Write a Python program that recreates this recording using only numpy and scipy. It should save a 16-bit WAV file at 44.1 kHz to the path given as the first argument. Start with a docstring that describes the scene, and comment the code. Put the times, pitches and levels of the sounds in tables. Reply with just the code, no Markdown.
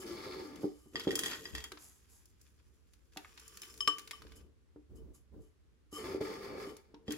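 """A clay pot grates with a hollow groan as it is turned on a wooden table, close by in a small glazed room.
Its foot sticks and slips on grit, and the table top resonates. A hand digs stones and bark out of a bowl
and lets them drop into the pot around an orchid; the impacts excite the modes of bowl, pot and table.
The fingers press the filling down and the pot is turned again."""
import sys
import numpy as np
from scipy import signal
from scipy.fft import rfft, irfft
from scipy.io import wavfile

SR = 44100
rng = np.random.default_rng(int(sys.argv[2]) if len(sys.argv) > 2 else 0)


def materialize(psi):
    """Save the field psi as 16-bit PCM at rate SR to the path in sys.argv[1].

    A 1-D psi becomes a single channel; in a 2-D psi each row is a channel.
    """
    bounded = np.clip(np.atleast_2d(psi).T, -1, 1)
    quanta = np.round(bounded * 32767).astype(np.int16)
    wavfile.write(sys.argv[1], SR, quanta)


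N = 316197
TIME = np.arange(N) / SR
RING_TIME = TIME[:SR // 2]

# The pot's two turns, each a curve of grinding loudness and groan pitch.
# Each row: time in seconds, levels of grit, treble and groan in dB, judder rate in Hz.
TURNS = [
    [(0.0, -80, -66, -52, 373), (0.032, -53.5, -62, -56, 388), (0.056, -61, -63, -42.5, 324),
     (0.064, -52.5, -54.5, -49, 324), (0.132, -57.5, -58, -44, 344), (0.242, -50.5, -60.5, -51.5, 356.5),
     (0.274, -53.5, -59.5, -41, 383), (0.304, -54.5, -60.5, -51, 372.5), (0.398, -55.5, -63, -46, 387.8),
     (0.436, -59.5, -62, -48.5, 317.2), (0.594, -62.5, -72.5, -50.5, 303.6), (0.62, -64, -62.5, -50, 304)],
    [(5.985, -52, -64, -46.5, 440), (6.035, -52, -60, -48.5, 409), (6.043, -48.5, -57, -42.5, 391.8),
     (6.141, -53, -60, -42.5, 378), (6.203, -61.5, -73, -50, 390), (6.211, -46, -54, -32, 403),
     (6.229, -52, -59, -46.5, 371.3), (6.323, -53.5, -61.5, -47.5, 449.5),
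     (6.393, -56.5, -63, -50.5, 413.3), (6.533, -52.5, -65.5, -44, 422.2), (6.625, -53.5, -61, -46, 433.5),
     (6.687, -57, -67, -49.5, 400.4), (6.729, -70, -72, -52.5, 444), (6.79, -72.5, -81, -68.5, 388)],
]
# Normal modes. Each row: frequency in Hz, level in dB, 60 dB decay time in seconds,
# left-right balance in dB, phase lead of the left side in radians.
POT_MODES = [(781, -23, .09, 0, 0), (1166, 1, .095, 1, .9), (1180, -17, .3, 1, .9),
             (3033, -7, .27, 8, -2.5), (3072, -8, .2, 8, -2.5), (5264, -4.5, .07, 3, .7),
             (5310, -18, .12, 3, .7), (6700, -26, .15, 0, 1), (7520, -22, .09, 0, 1),
             (8800, -25, .08, 0, 2.5), (9930, -21, .1, 0, 2), (13100, -23, .04, 0, 3)]
BOWL_MODES = [(1200, -14, .02, 0, .8), (1868, -5.5, .065, -2, -1.6), (1925, -7, .035, -2, -1),
              (2680, -15, .03, 0, 1), (3255, 2, .065, 2, 2.6), (3370, -5, .03, 2, 2),
              (4800, -6, .035, 2, 2), (4950, -1, .045, 4, 2.2), (6220, -10, .03, 0, 1),
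              (6794, -1, .04, -1, 2.1), (7840, -13, .04, 0, 1), (10300, -9, .02, 0, 2),
              (11640, -7, .02, 0, 1), (12243, -14, .12, 0, 1)]
TABLE_MODES = [(148, -12, 0.06, -4.5, 0.05), (222, -10, 0.16, -6, 0.1), (300, 1, 0.25, -1, 0),
               (374, -2, 0.16, 1, 0.5), (441, -2, 0.15, 4, 0.2), (505, -8, 0.11, 2, 0.4)]
# Contact spectra of stone and of wood. Each row: frequency in Hz, level in dB.
STONE = [(200, -8.5), (500, -24.5), (900, 0.5), (2200, 3.5), (3000, 3), (4500, 4), (6500, -8),
         (9000, -34.5), (16000, -40.5)]
STONE_TREBLE = [(2000, -41.5), (5000, 0), (7000, 2), (8800, -4.5), (11000, 1.5), (16000, -11.5)]
THUD = [(30, -21), (70, -5.5), (150, -2), (260, 5.5), (400, 10.5), (560, -25.5), (900, -16), (1600, -27),
        (4000, -71)]


def from_db(db):
    """Amplitude ratio of a level in decibels."""
    return 10 ** (np.asarray(db) / 20)


def rms_one(x):
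    """Normalisation to unit power."""
    return x / np.sqrt(np.mean(x ** 2) + 1e-20)


def peak_one(x):
    """Normalisation to unit peak."""
    return x / np.abs(x).max()


def add(out, s, sound):
    """Superposition: a short sound joins the mix at s seconds."""
    at = int(np.clip(round(s * SR), 0, N - 1))
    out[:, at:at + sound.shape[1]] += sound[:, :N - at]


def through(x, response):
    """Convolution with an impulse response."""
    return signal.fftconvolve(np.atleast_2d(x), response, axes=1)[:, :np.shape(x)[-1]]


def colour(x, spectrum, size=4096):
    """Minimum-phase filtering. Each row of the spectrum: frequency in Hz, gain in dB."""
    hz, level_db = np.transpose(spectrum)
    bin_hz = np.arange(size // 2 + 1) * SR / size
    log_gain = np.log(from_db(np.interp(np.log(bin_hz + 1), np.log(hz), level_db)))
    cepstrum = irfft(log_gain)
    cepstrum[1:size // 2] *= 2
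    cepstrum[size // 2 + 1:] = 0
    return through(x, irfft(np.exp(rfft(cepstrum)))[None])


def dying(t60):
    """Exponential decay by 60 dB in t60 seconds."""
    return from_db(-60 * RING_TIME / t60)


def drift(per_s):
    """Random modulation: a line through per_s Gaussian values a second."""
    steps = rng.standard_normal(N // 50)
    return np.interp(TIME * per_s, np.arange(len(steps)), steps)


def stereo_noise(alike, size=N):
    """Partial coherence: white noise whose two sides have the correlation `alike`."""
    mid, side = rng.standard_normal((2, size))
    return np.sqrt(1 + alike) * mid + np.sqrt(1 - alike) * np.array([side, -side])


def ring(modes, vary_db):
    """Free vibration: the contact point sets each mode's strength, and each radiates its own way."""
    sides, out = np.array([[.5], [-.5]]), 0
    for hz, level_db, t60, pan_db, lead in modes:
        strength = from_db(level_db + vary_db * rng.standard_normal() + pan_db * sides)
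        out = out + strength * dying(t60) * np.sin(2 * np.pi * hz * RING_TIME + lead * sides)
    return peak_one(out)


def sustained(drive, level, modes):
    """Forced vibration: a stream of contacts drives a body, which rings on when they stop."""
    body = ring(modes, vary_db=5.5)
    return through(drive[0] * level, body / np.sqrt(np.sum(body ** 2) / 2))


def crack(spectrum, t60, alike):
    """Impact transient: a brief contact of rough pieces gives a broadband burst."""
    burst = stereo_noise(alike, len(RING_TIME)) * dying(t60)
    return peak_one(colour(burst, spectrum))


def grains(per_s, spread_db, t60, count=8):
    """Shot noise: tiny random contacts of uneven size, dealt to `count` pieces with a tick each."""
    sizes = from_db(spread_db * np.minimum(rng.exponential(1, N), 4)) * rng.choice([-1, 1], N)
    contacts = sizes * (rng.random(N) < per_s / SR)
    piece = rng.integers(0, count, N)
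    ticks = [(stereo_noise(.25, len(RING_TIME)) * dying(t60))[:, :SR // 40] for _ in range(count)]
    return rms_one(sum(through(contacts * (piece == k), rms_one(tick)) for k, tick in enumerate(ticks)))


def strokes(moves, attack_s, slope_db_per_s, release_s):
    """Envelopes, one per level column. Each row of moves: start and end in seconds, levels in dB."""
    out = 0
    for start, end, *levels_db in moves:
        age = np.clip(TIME - start, 0, end - start)
        change_db = slope_db_per_s * age - 60 * np.maximum(TIME - end, 0) / release_s
        out = out + np.minimum(age / attack_s, 1) * from_db(np.add.outer(levels_db, change_db))
    return out


def turn_levels(attack_s=0.098, release_s=0.52):
    """Envelopes of grit, treble and groan: each turn starts quickly and coasts to a stop."""
    gains = 0
    for turn in TURNS:
        s, *levels_db, _ = np.transpose(turn)
        fade_db = 60 * (np.maximum(s[0] - TIME, 0) / attack_s + np.maximum(TIME - s[-1], 0) / release_s)
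        gains = gains + from_db([np.interp(TIME, s, level_db) - fade_db for level_db in levels_db])
    return gains


def held_pot(longest_t60=0.12):
    """Damping: a hand on the wall shortens the pot's longest modes."""
    return [(hz, level_db, min(t60, longest_t60), *rest) for hz, level_db, t60, *rest in POT_MODES]


def turning_pot():
    """Sliding friction: the unglazed foot grinds over grit in surges and drives the pot's resonances."""
    # Spectra of coarse and fine grit. Each row: frequency in Hz, level in dB.
    grit_spectrum = [(300, -39), (600, -16.5), (760, 10), (890, -4), (1030, 4), (1170, 9.5), (1320, 9.5),
                     (1560, -12.5), (1690, 6.5), (1880, 6), (2200, 8.5), (2750, -7), (4000, -8),
                     (8000, -66)]
    treble_spectrum = [(1500, -46), (2800, -12.5), (3450, -0.5), (4000, -4.5), (4700, 0), (5170, 3),
                       (5700, -5.5), (7200, -4), (8700, -15.5), (11000, -5), (16000, -18.5)]
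    # Broad resonances of the gripped pot. Each row: frequency in Hz, level in dB, decay time in seconds.
    foot_resonances = [(775, 2, .075), (890, -4, .045), (1100, -1, .05), (1235, 1, .035), (1370, -3, .035),
                       (1700, -1, .028), (2040, 0, .03), (2260, 1, .025), (2650, -9, .04), (3430, -3, .025),
                       (4470, -4, .02), (5100, -4, .03)]
    grit, treble, _ = turn_levels()
    grip = from_db(2 * drift(per_s=40))
    coarse = grains(per_s=1900, spread_db=3.2, t60=0.012, count=3) * grip
    fine = grains(per_s=6000, spread_db=2.2, t60=0.028, count=2) * grip
    grind = from_db(-1.5) * grit * rms_one(colour(coarse, grit_spectrum))
    grind += from_db(3) * treble * rms_one(colour(fine, treble_spectrum))
    caught = np.exp(-((TIME - 0.29) / 0.15) ** 4)  # a grain is caught under the foot
    rasp = rms_one(colour(coarse, [(2600, -33), (3400, 2), (4800, 7), (5900, -26)]))
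    body = sustained(coarse, grit, [(*mode, 2, rng.uniform(-2.55, 2.7)) for mode in foot_resonances])
    singing = from_db(-4.5) * sustained(fine, treble, held_pot())
    return grind + from_db(-57.5) * caught * rasp + body + singing


def judder_hz():
    """Stick-slip frequency: the groan's pitch glides through each turn."""
    s, *_, hz = np.concatenate(TURNS).T
    return np.interp(TIME, s, hz)


def judder():
    """Stick-slip oscillation: the foot catches and lets go at a wavering rate, a rough low groan."""
    rate = judder_hz() * (1 + 0.0466 * drift(per_s=79) + 0.028 * drift(per_s=18))
    phase = 2 * np.pi * np.cumsum(rate) / SR + [[.2], [-.2]]
    grip = from_db(3.5 * drift(per_s=70))
    return rms_one(np.sin(phase) * grip)


def table_drone():
    """Sounding board: the wooden top radiates the friction of pot, bowl and arms."""
    # Modes of the table's hollow note, with the columns of TABLE_MODES.
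    hollow_modes = [(462, -4, .09, 4, .2), (510, 0, .12, 2, .4)]
    groan, scooping, pressing = turn_levels()[2], scoop_levels()[2], press_levels()[0]
    arm_rub = pouring(-69) + from_db(-82)  # the arms are never quite still
    rub = np.linalg.norm([from_db(-1.5) * groan, scooping, pressing, arm_rub], axis=0)
    friction = rms_one(stereo_noise(.9))
    drone = from_db(-5.5) * sustained(friction, rub, TABLE_MODES)
    drone += from_db(-7.5) * rub * rms_one(colour(friction, THUD))
    drone += from_db(-2) * groan * judder()
    octaves_below = np.log2(hollow_modes[1][0] / judder_hz())
    hollow = groan * from_db(-3.5 - 24 * octaves_below)  # grows as the judder nears resonance
    return drone + sustained(friction, hollow, hollow_modes)


def swishes():
    """Friction noise: skin brushing bark and clay hisses, swells and fades, and makes the wall hum."""
    # Each row: start in seconds, length in seconds, level in dB, share of pot ring in dB.
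    brushes = [(-0.04, 0.14, -52, 1), (0.552, 0.23, -67, -1), (0.68, 0.52, -71.5, -3.5),
               (1.763, 0.31, -58.5, -43), (2.081, 0.22, -64.5, -35), (4.349, 0.064, -61.5, -7),
               (4.946, 0.083, -69.5, -2.5), (5.13, 0.093, -65.5, -10.5), (5.39, 0.17, -76, -5.5),
               (5.907, 0.2, -52, 3), (6.638, 0.15, -63.5, 5)]
    skin = grains(per_s=4200, spread_db=3, t60=0.011, count=3)
    hiss = colour(skin, [(1000, -6.5), (3000, -16), (5000, -4), (7000, 0), (9000, -6),
                         (11000, 1.5), (16000, -20)])
    drag = colour(skin, [(1000, -10.5), (3000, 6), (5300, 3), (11000, 0.5)])
    stroke, on_wall = 0, 0
    for s, length, level_db, ring_db in brushes:
        age = np.maximum(TIME - s, 0) / (length / 4)
        swell = from_db(level_db) * (age * np.exp(1 - age)) ** 2
        stroke += swell
        on_wall += swell * from_db(ring_db)
    return stroke * rms_one(hiss) + sustained(rms_one(drag), on_wall, held_pot())


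def arm_rumble():
    """Low-frequency noise: the arms rumble faintly at rest, more as they lean or turn the pot."""
    # Each row: frequency in Hz, level in dB.
    rumble_spectrum = [(20, -23.5), (42, -8.5), (63, 7.5), (100, -10), (170, -14.5), (400, -19.5),
                       (1200, -56)]
    groan, leaning = turn_levels()[2], press_levels()[1]
    effort = np.hypot(leaning + from_db(-40) * groan, from_db(-70))
    return from_db(3) * effort * rms_one(colour(stereo_noise(0.047), rumble_spectrum))


def still_air():
    """Ambient noise: a steady hush, almost uncorrelated between the sides."""
    # Each row: frequency in Hz, level in dB.
    air_spectrum = [(15, -38.5), (25, -11), (68, -2.5), (166, -19), (503, -24.5), (677, -33), (1160, -29),
                    (7310, -40), (9320, -44), (11600, -41.5), (16000, -73)]
    return from_db(-71) * rms_one(colour(stereo_noise(0.078), air_spectrum))


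def lump(hz, cycles):
    """Inharmonic modes: an uneven piece of stone or bark rings briefly at three pitches."""
    t60 = cycles / hz
    modes = [(hz, 0, t60, 1, .4), (1.14 * hz, -4, .8 * t60, 1, .8), (1.5 * hz, -5, .6 * t60, 1, 1.2)]
    return ring(modes, vary_db=2)


def clicks(rebound_loss_db=5.5):
    """Rebound: a piece lands on another, then tips more lightly onto a second facet."""
    # Each row: start in seconds, level in dB, share of treble in dB, pitch of the piece in Hz.
    landings = [(0.558, -43.5, -12, 3826), (1.368, -48, -14, 5000), (1.604, -37, -21, 5100),
                (1.719, -32, -16.5, 1360), (1.773, -40.5, -29, 1134), (2.256, -65.5, 4.5, 11500),
                (2.414, -66, 6, 7990), (2.935, -51.5, -11.5, 4820), (3.172, -29.5, -17.5, 3500),
                (3.376, -39.5, -21, 4040), (3.397, -47, -5.5, 5140), (3.479, -57.5, 8.5, 4960),
                (3.572, -39, -9.5, 5230), (3.618, -39.5, -6.5, 5290), (3.633, -38, -14, 2373),
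                (3.653, -46.5, -14.5, 3310), (3.74, -46.5, -12, 5920), (3.776, -48.5, -4, 5432),
                (3.877, -26, -24.5, 1596), (3.984, -34.5, -11, 2200), (3.994, -37.5, -14, 7460),
                (4.075, -38, -14, 3160), (4.11, -28.5, -14.5, 2190), (4.22, -42, -16, 1250),
                (4.268, -46.5, -37, 1640), (4.32, -46, -17, 2200), (6.767, -47.5, -7.5, 4340),
                (6.944, -45.5, -30.5, 935)]
    out = np.zeros((2, N))
    for s, level_db, treble_db, hz in landings:
        for delay, loss_db in ((0, 0), (rng.uniform(.002, .0036), rebound_loss_db)):
            click = from_db(-3.5) * crack(STONE, t60=0.033, alike=0.11)
            click += from_db(treble_db + 10.5) * crack(STONE_TREBLE, t60=0.024, alike=0.12)
            click += from_db(-4.5) * lump(hz, cycles=38)
            add(out, s + delay, from_db(level_db - loss_db) * click)
    return out


def table_knocks():
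    """Impulse response: the top booms under soft knocks; where each lands decides which modes answer."""
    # Each row: start in seconds, level in dB, pitch most excited in Hz.
    knocks = [(0.633, -27, 374), (0.642, -19.5, 334), (0.859, -46, 161), (0.947, -34.5, 375.5),
              (1.071, -16, 375), (1.086, -23, 360), (1.132, -26.5, 392), (1.542, -42, 410),
              (1.721, -40.5, 372), (3.167, -42.5, 250), (3.876, -31, 440), (4.25, -45.5, 396),
              (4.76, -40, 322.5), (5.34, -43.5, 203.5), (5.927, -37.5, 291), (6.147, -26, 360),
              (6.212, -25, 396), (6.671, -38, 300), (6.94, -41.5, 336), (7.083, -24, 203),
              (7.106, -32, 296)]
    soft_contact = 1 - np.exp(-RING_TIME / 0.0014)
    out = np.zeros((2, N))
    for s, level_db, pitch_hz in knocks:
        modes = [(hz, db - 9 * abs(np.log2(hz / pitch_hz)), *rest) for hz, db, *rest in TABLE_MODES]
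        shock = from_db(-3) * ring([(pitch_hz, 0, .018, 0, 0), (760, -16, .07, -2.5, 2.5)], vary_db=1.5)
        boom = from_db(-2.5) * ring(modes, vary_db=0.5)
        thud = from_db(-7.5) * crack(THUD, t60=0.05, alike=.9)
        add(out, s, from_db(level_db) * (shock + boom + thud) * soft_contact)
    return out


def scoop_levels():
    """Envelopes of the hand's scoops through the bowl: each sets in, sags and dies away."""
    # Each row: start and end in seconds, levels of rattle, treble and table rub in dB.
    scoops = [(0.915, 1.043, -58.5, -72.5, -46), (1.06, 1.157, -66, -67, -45.5),
              (1.173, 1.31, -47, -61.5, -47.5), (1.41, 1.624, -63, -77, -62.5),
              (7.055, 7.18, -58, -78, -46)]
    return strokes(scoops, attack_s=0.058, slope_db_per_s=-35.5, release_s=0.99)


def chips(per_s, low_hz, high_hz, cycles, count):
    """Poisson collisions: small hard stones knock together at random, each at its own pitch."""
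    sizes = from_db(4 * np.minimum(rng.exponential(1, N), 3)) * rng.choice([-1, 1], N)
    ticks = []
    for hz in np.geomspace(low_hz, high_hz, count) * rng.uniform(.95, 1.05, count):
        modes = [(hz, 0, cycles / hz, 1, 1), (1.47 * hz, -5, cycles / hz, 0, 2)]
        ticks.append(rms_one(ring(modes, vary_db=2)[:, :SR // 30]))
    out, piece = np.zeros((2, N)), rng.integers(0, count, N)
    for at in np.flatnonzero(rng.random(N) < per_s / SR):
        add(out, at / SR, sizes[at] * ticks[piece[at]])
    return rms_one(out)


def digging():
    """Granular friction: pieces slide over each other in short shoves and set the bowl ringing."""
    rattle, treble, _ = scoop_levels()
    shoves = from_db(2.5 * drift(per_s=80))
    lumps = grains(per_s=650, spread_db=0, t60=0.01) * shoves
    dust = grains(per_s=1400, spread_db=3, t60=0.013, count=3) * shoves
    loose = from_db(-6.5) * rattle * rms_one(colour(lumps, STONE))
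    loose += from_db(9.5) * treble * rms_one(colour(dust, STONE_TREBLE))
    singing = from_db(-1) * sustained(lumps, rattle, BOWL_MODES)
    crunch = chips(per_s=380, low_hz=1050, high_hz=7500, cycles=32, count=24)
    return loose + singing + from_db(-2.5) * rattle * shoves * crunch


def struck_bowl(treble_db, detune=0.006, decay_spread=0.4):
    """Modal scatter: each strike rings the bowl slightly detuned, its modes lingering unevenly."""
    return [(hz * (1 + detune * rng.standard_normal()),
             level_db + min(treble_db - 27.5, 0) * hz / 26000,  # a soft contact spares the high modes
             t60 * np.exp(decay_spread * rng.uniform(-0.02, 1)), *rest)
            for hz, level_db, t60, *rest in BOWL_MODES]


def bowl_strikes(jostle_s=0.024, jostle_low_hz=1150, jostle_octaves=2.5):
    """Momentum transfer: a stone rings the bowl and jostles four neighbours, each of its own pitch."""
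    # Each row: start in seconds, level in dB, shares of treble and of ring in dB.
    hits = [(0.9567, -27, -66, 3), (0.997, -29, -13, -1.5), (1.005, -29, -33, -7), (1.037, -33, -17, -10),
            (1.0764, -29, -57, -5.5), (1.1076, -28.5, -20, 1), (1.1156, -28.5, -16, -4),
            (1.1547, -24.5, -1, 0), (1.1909, -23, -3, -3), (1.2352, -26.5, -7, 0.5), (1.2597, -24, -9, -2),
            (1.282, -31, -12, -4), (1.314, -22.5, -37, -9.5), (1.3328, -28.5, -20, -2),
            (1.455, -35, -73, 2.5), (1.551, -28, -14, -1), (1.5815, -34, -13, 1.5),
            (1.6405, -31.5, -9.5, -1.5), (7.08, -37.5, -32, -0.5), (7.107, -29, -14, -6),
            (7.121, -31.5, -1.5, -13)]
    out = np.zeros((2, N))
    for s, level_db, treble_db, ring_db in hits:
        contact = from_db(-11) * crack(STONE, t60=0.11, alike=0.02)
        contact += from_db(treble_db + 5.5) * crack(STONE_TREBLE, t60=0.033, alike=0.064)
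        wall = from_db(ring_db + 2) * ring(struck_bowl(treble_db), vary_db=4.5)
        add(out, s, from_db(level_db) * (contact + wall))
        for later, higher, softer in rng.random((4, 3)):
            neighbour = lump(jostle_low_hz * 2 ** (jostle_octaves * higher), cycles=40)
            add(out, s + jostle_s * later, from_db(level_db - 9 - 8 * softer) * neighbour)
    return out


def bark_clacks():
    """Damped resonance: hollow chunks of bark clack on the rim and on each other."""
    # Each row: start in seconds, level in dB, pitch in Hz.
    clacks = [(1.332, -39, 1140), (3.162, -44, 760), (3.173, -40, 783), (3.247, -40, 2200),
              (3.248, -44, 1240), (3.256, -47, 1710)]
    out = np.zeros((2, N))
    for s, level_db, hz in clacks:
        add(out, s, from_db(level_db) * lump(hz, cycles=48))
    return out


def press_levels():
    """Envelopes of fingers and forearm leaning on pot or table: each press grows slightly."""
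    # Each row: start and end in seconds, levels of table rub and rumble in dB.
    presses = [(1.521, 1.539, -68, -44), (3.697, 4.015, -67.5, -84), (4.178, 4.466, -65.5, -61),
               (4.887, 5.094, -60.5, -55), (5.309, 5.4, -58, -54.5), (6.867, 7.11, -64.5, -77.5)]
    return strokes(presses, attack_s=0.026, slope_db_per_s=5, release_s=0.32)


def sifting(level_db, start_s=1.7, end_s=3.6):
    """Envelope of crumbs falling from the lifted hand in fits and starts, ever fainter."""
    fits = from_db(3 * drift(per_s=30))
    return fits * strokes([(start_s, end_s, level_db)], attack_s=0.044, slope_db_per_s=-8, release_s=.3)[0]


def pouring(level_db, falloff_db_per_s=13, start_s=3.12, peak_s=3.697, end_s=4.42):
    """Envelope of the flow as the hand opens over the pot: exponential growth, then decay."""
    hand_open = strokes([(start_s, end_s, level_db)], attack_s=0.0034, slope_db_per_s=3, release_s=0.14)
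    return hand_open[0] * from_db(-falloff_db_per_s * np.abs(TIME - peak_s))


def trickle():
    """Granular flow: bark crumbs patter in clumps and, once over the pot, excite its wall."""
    patter = sifting(-68) + pouring(-60)
    treble = sifting(-71) + pouring(-59, falloff_db_per_s=28)
    clumps = from_db(2 * drift(per_s=27))
    crumbs = grains(per_s=1100, spread_db=3.6, t60=.012, count=4) * clumps
    dust = grains(per_s=2200, spread_db=3.2, t60=.014, count=3) * clumps
    loose = from_db(-6.5) * patter * rms_one(colour(crumbs, STONE))
    loose += from_db(-2.5) * treble * rms_one(colour(dust, STONE_TREBLE))
    over_pot = np.clip((TIME - 3.25) / 0.096, 0, 1)
    high_modes = [mode for mode in POT_MODES if mode[0] > 4000]  # light dust reaches only these
    singing = from_db(-11) * sustained(crumbs, patter * over_pot, POT_MODES)
    singing += from_db(-9) * sustained(dust, treble * over_pot, high_modes)
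    return loose + singing


def pot_strikes(low_cut_hz=920):
    """Modal excitation: the harder a stone hits the clay, the more high modes ring; close pairs beat."""
    # Each row: start in seconds, level in dB, share of crack in dB, hardness in dB per octave.
    hits = [(3.624, -38.5, -19, 15), (3.8057, -19, -12, 5.5), (3.8754, -13, -6, 1.5),
            (3.8814, -19, -8.5, -1), (3.903, -43, -4.5, -7), (4.132, -36, -19, -3), (5.925, -46.5, -22, 1),
            (5.952, -35.5, -29.5, 0), (5.962, -29, -29, -5)]
    main_hz = POT_MODES[1][0]
    out = np.zeros((2, N))
    for s, level_db, crack_db, hardness in hits:
        modes = [(hz, db + hardness * np.log2(min(hz / main_hz, 4)), *rest) for hz, db, *rest in POT_MODES]
        swell = 1 - np.exp(-RING_TIME * from_db(crack_db) / 0.00018)  # a soft contact rises slowly
        snap = crack(STONE, t60=0.016, alike=0.07)
        snap += from_db(-9.5) * crack(STONE_TREBLE, t60=0.036, alike=0.092)
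        add(out, s, from_db(level_db) * (swell * ring(modes, vary_db=2) + from_db(crack_db) * snap))
    # the small clay wall radiates little bass
    return signal.sosfilt(signal.butter(2, low_cut_hz, "high", fs=SR, output="sos"), out)


def room(x, wet_db, t60=0.27):
    """Reverberation: dense, dulled reflections from glass and walls arrive after a few milliseconds."""
    onset = np.clip(RING_TIME / 0.0056 - .5, 0, 1)
    tail = rng.standard_normal((2, len(RING_TIME))) * dying(t60) * onset
    tail = colour(tail, [(100, -2.5), (500, 2.5), (4000, -6), (14000, -3.5)])
    return x + from_db(wet_db) * through(x, tail / np.sqrt(np.sum(tail ** 2) / 2))


def scene():
    """Superposition of all the handling in the room, over a low rumble and still air."""
    background = arm_rumble() + still_air()
    pieces = turning_pot() + digging() + trickle() + swishes() + bowl_strikes() + clicks() + bark_clacks()
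    pieces = room(pieces * from_db([[.4], [-.4]]), wet_db=-8)  # slightly to the left
    pot = room(pot_strikes(), wet_db=-12)
    table = room(table_drone() + table_knocks(), wet_db=-12)
    return pieces + pot + table + background


def record(dry):
    """Phase cancellation: two microphones are out of step in a treble band; deep bass and top are cut."""
    common = dry.mean(axis=0)
    notch = [(100, 0.5), (12000, -0.5), (12800, -12), (13500, -23), (14300, 5), (16000, -0.5)]
    heard = dry - common + colour(common, notch)
    heard = signal.sosfilt(signal.butter(2, 34, "high", fs=SR, output="sos"), heard)
    return signal.sosfilt(signal.ellip(10, .2, 80, 16100, fs=SR, output="sos"), heard)


dry = scene()
out = record(dry)
materialize(out)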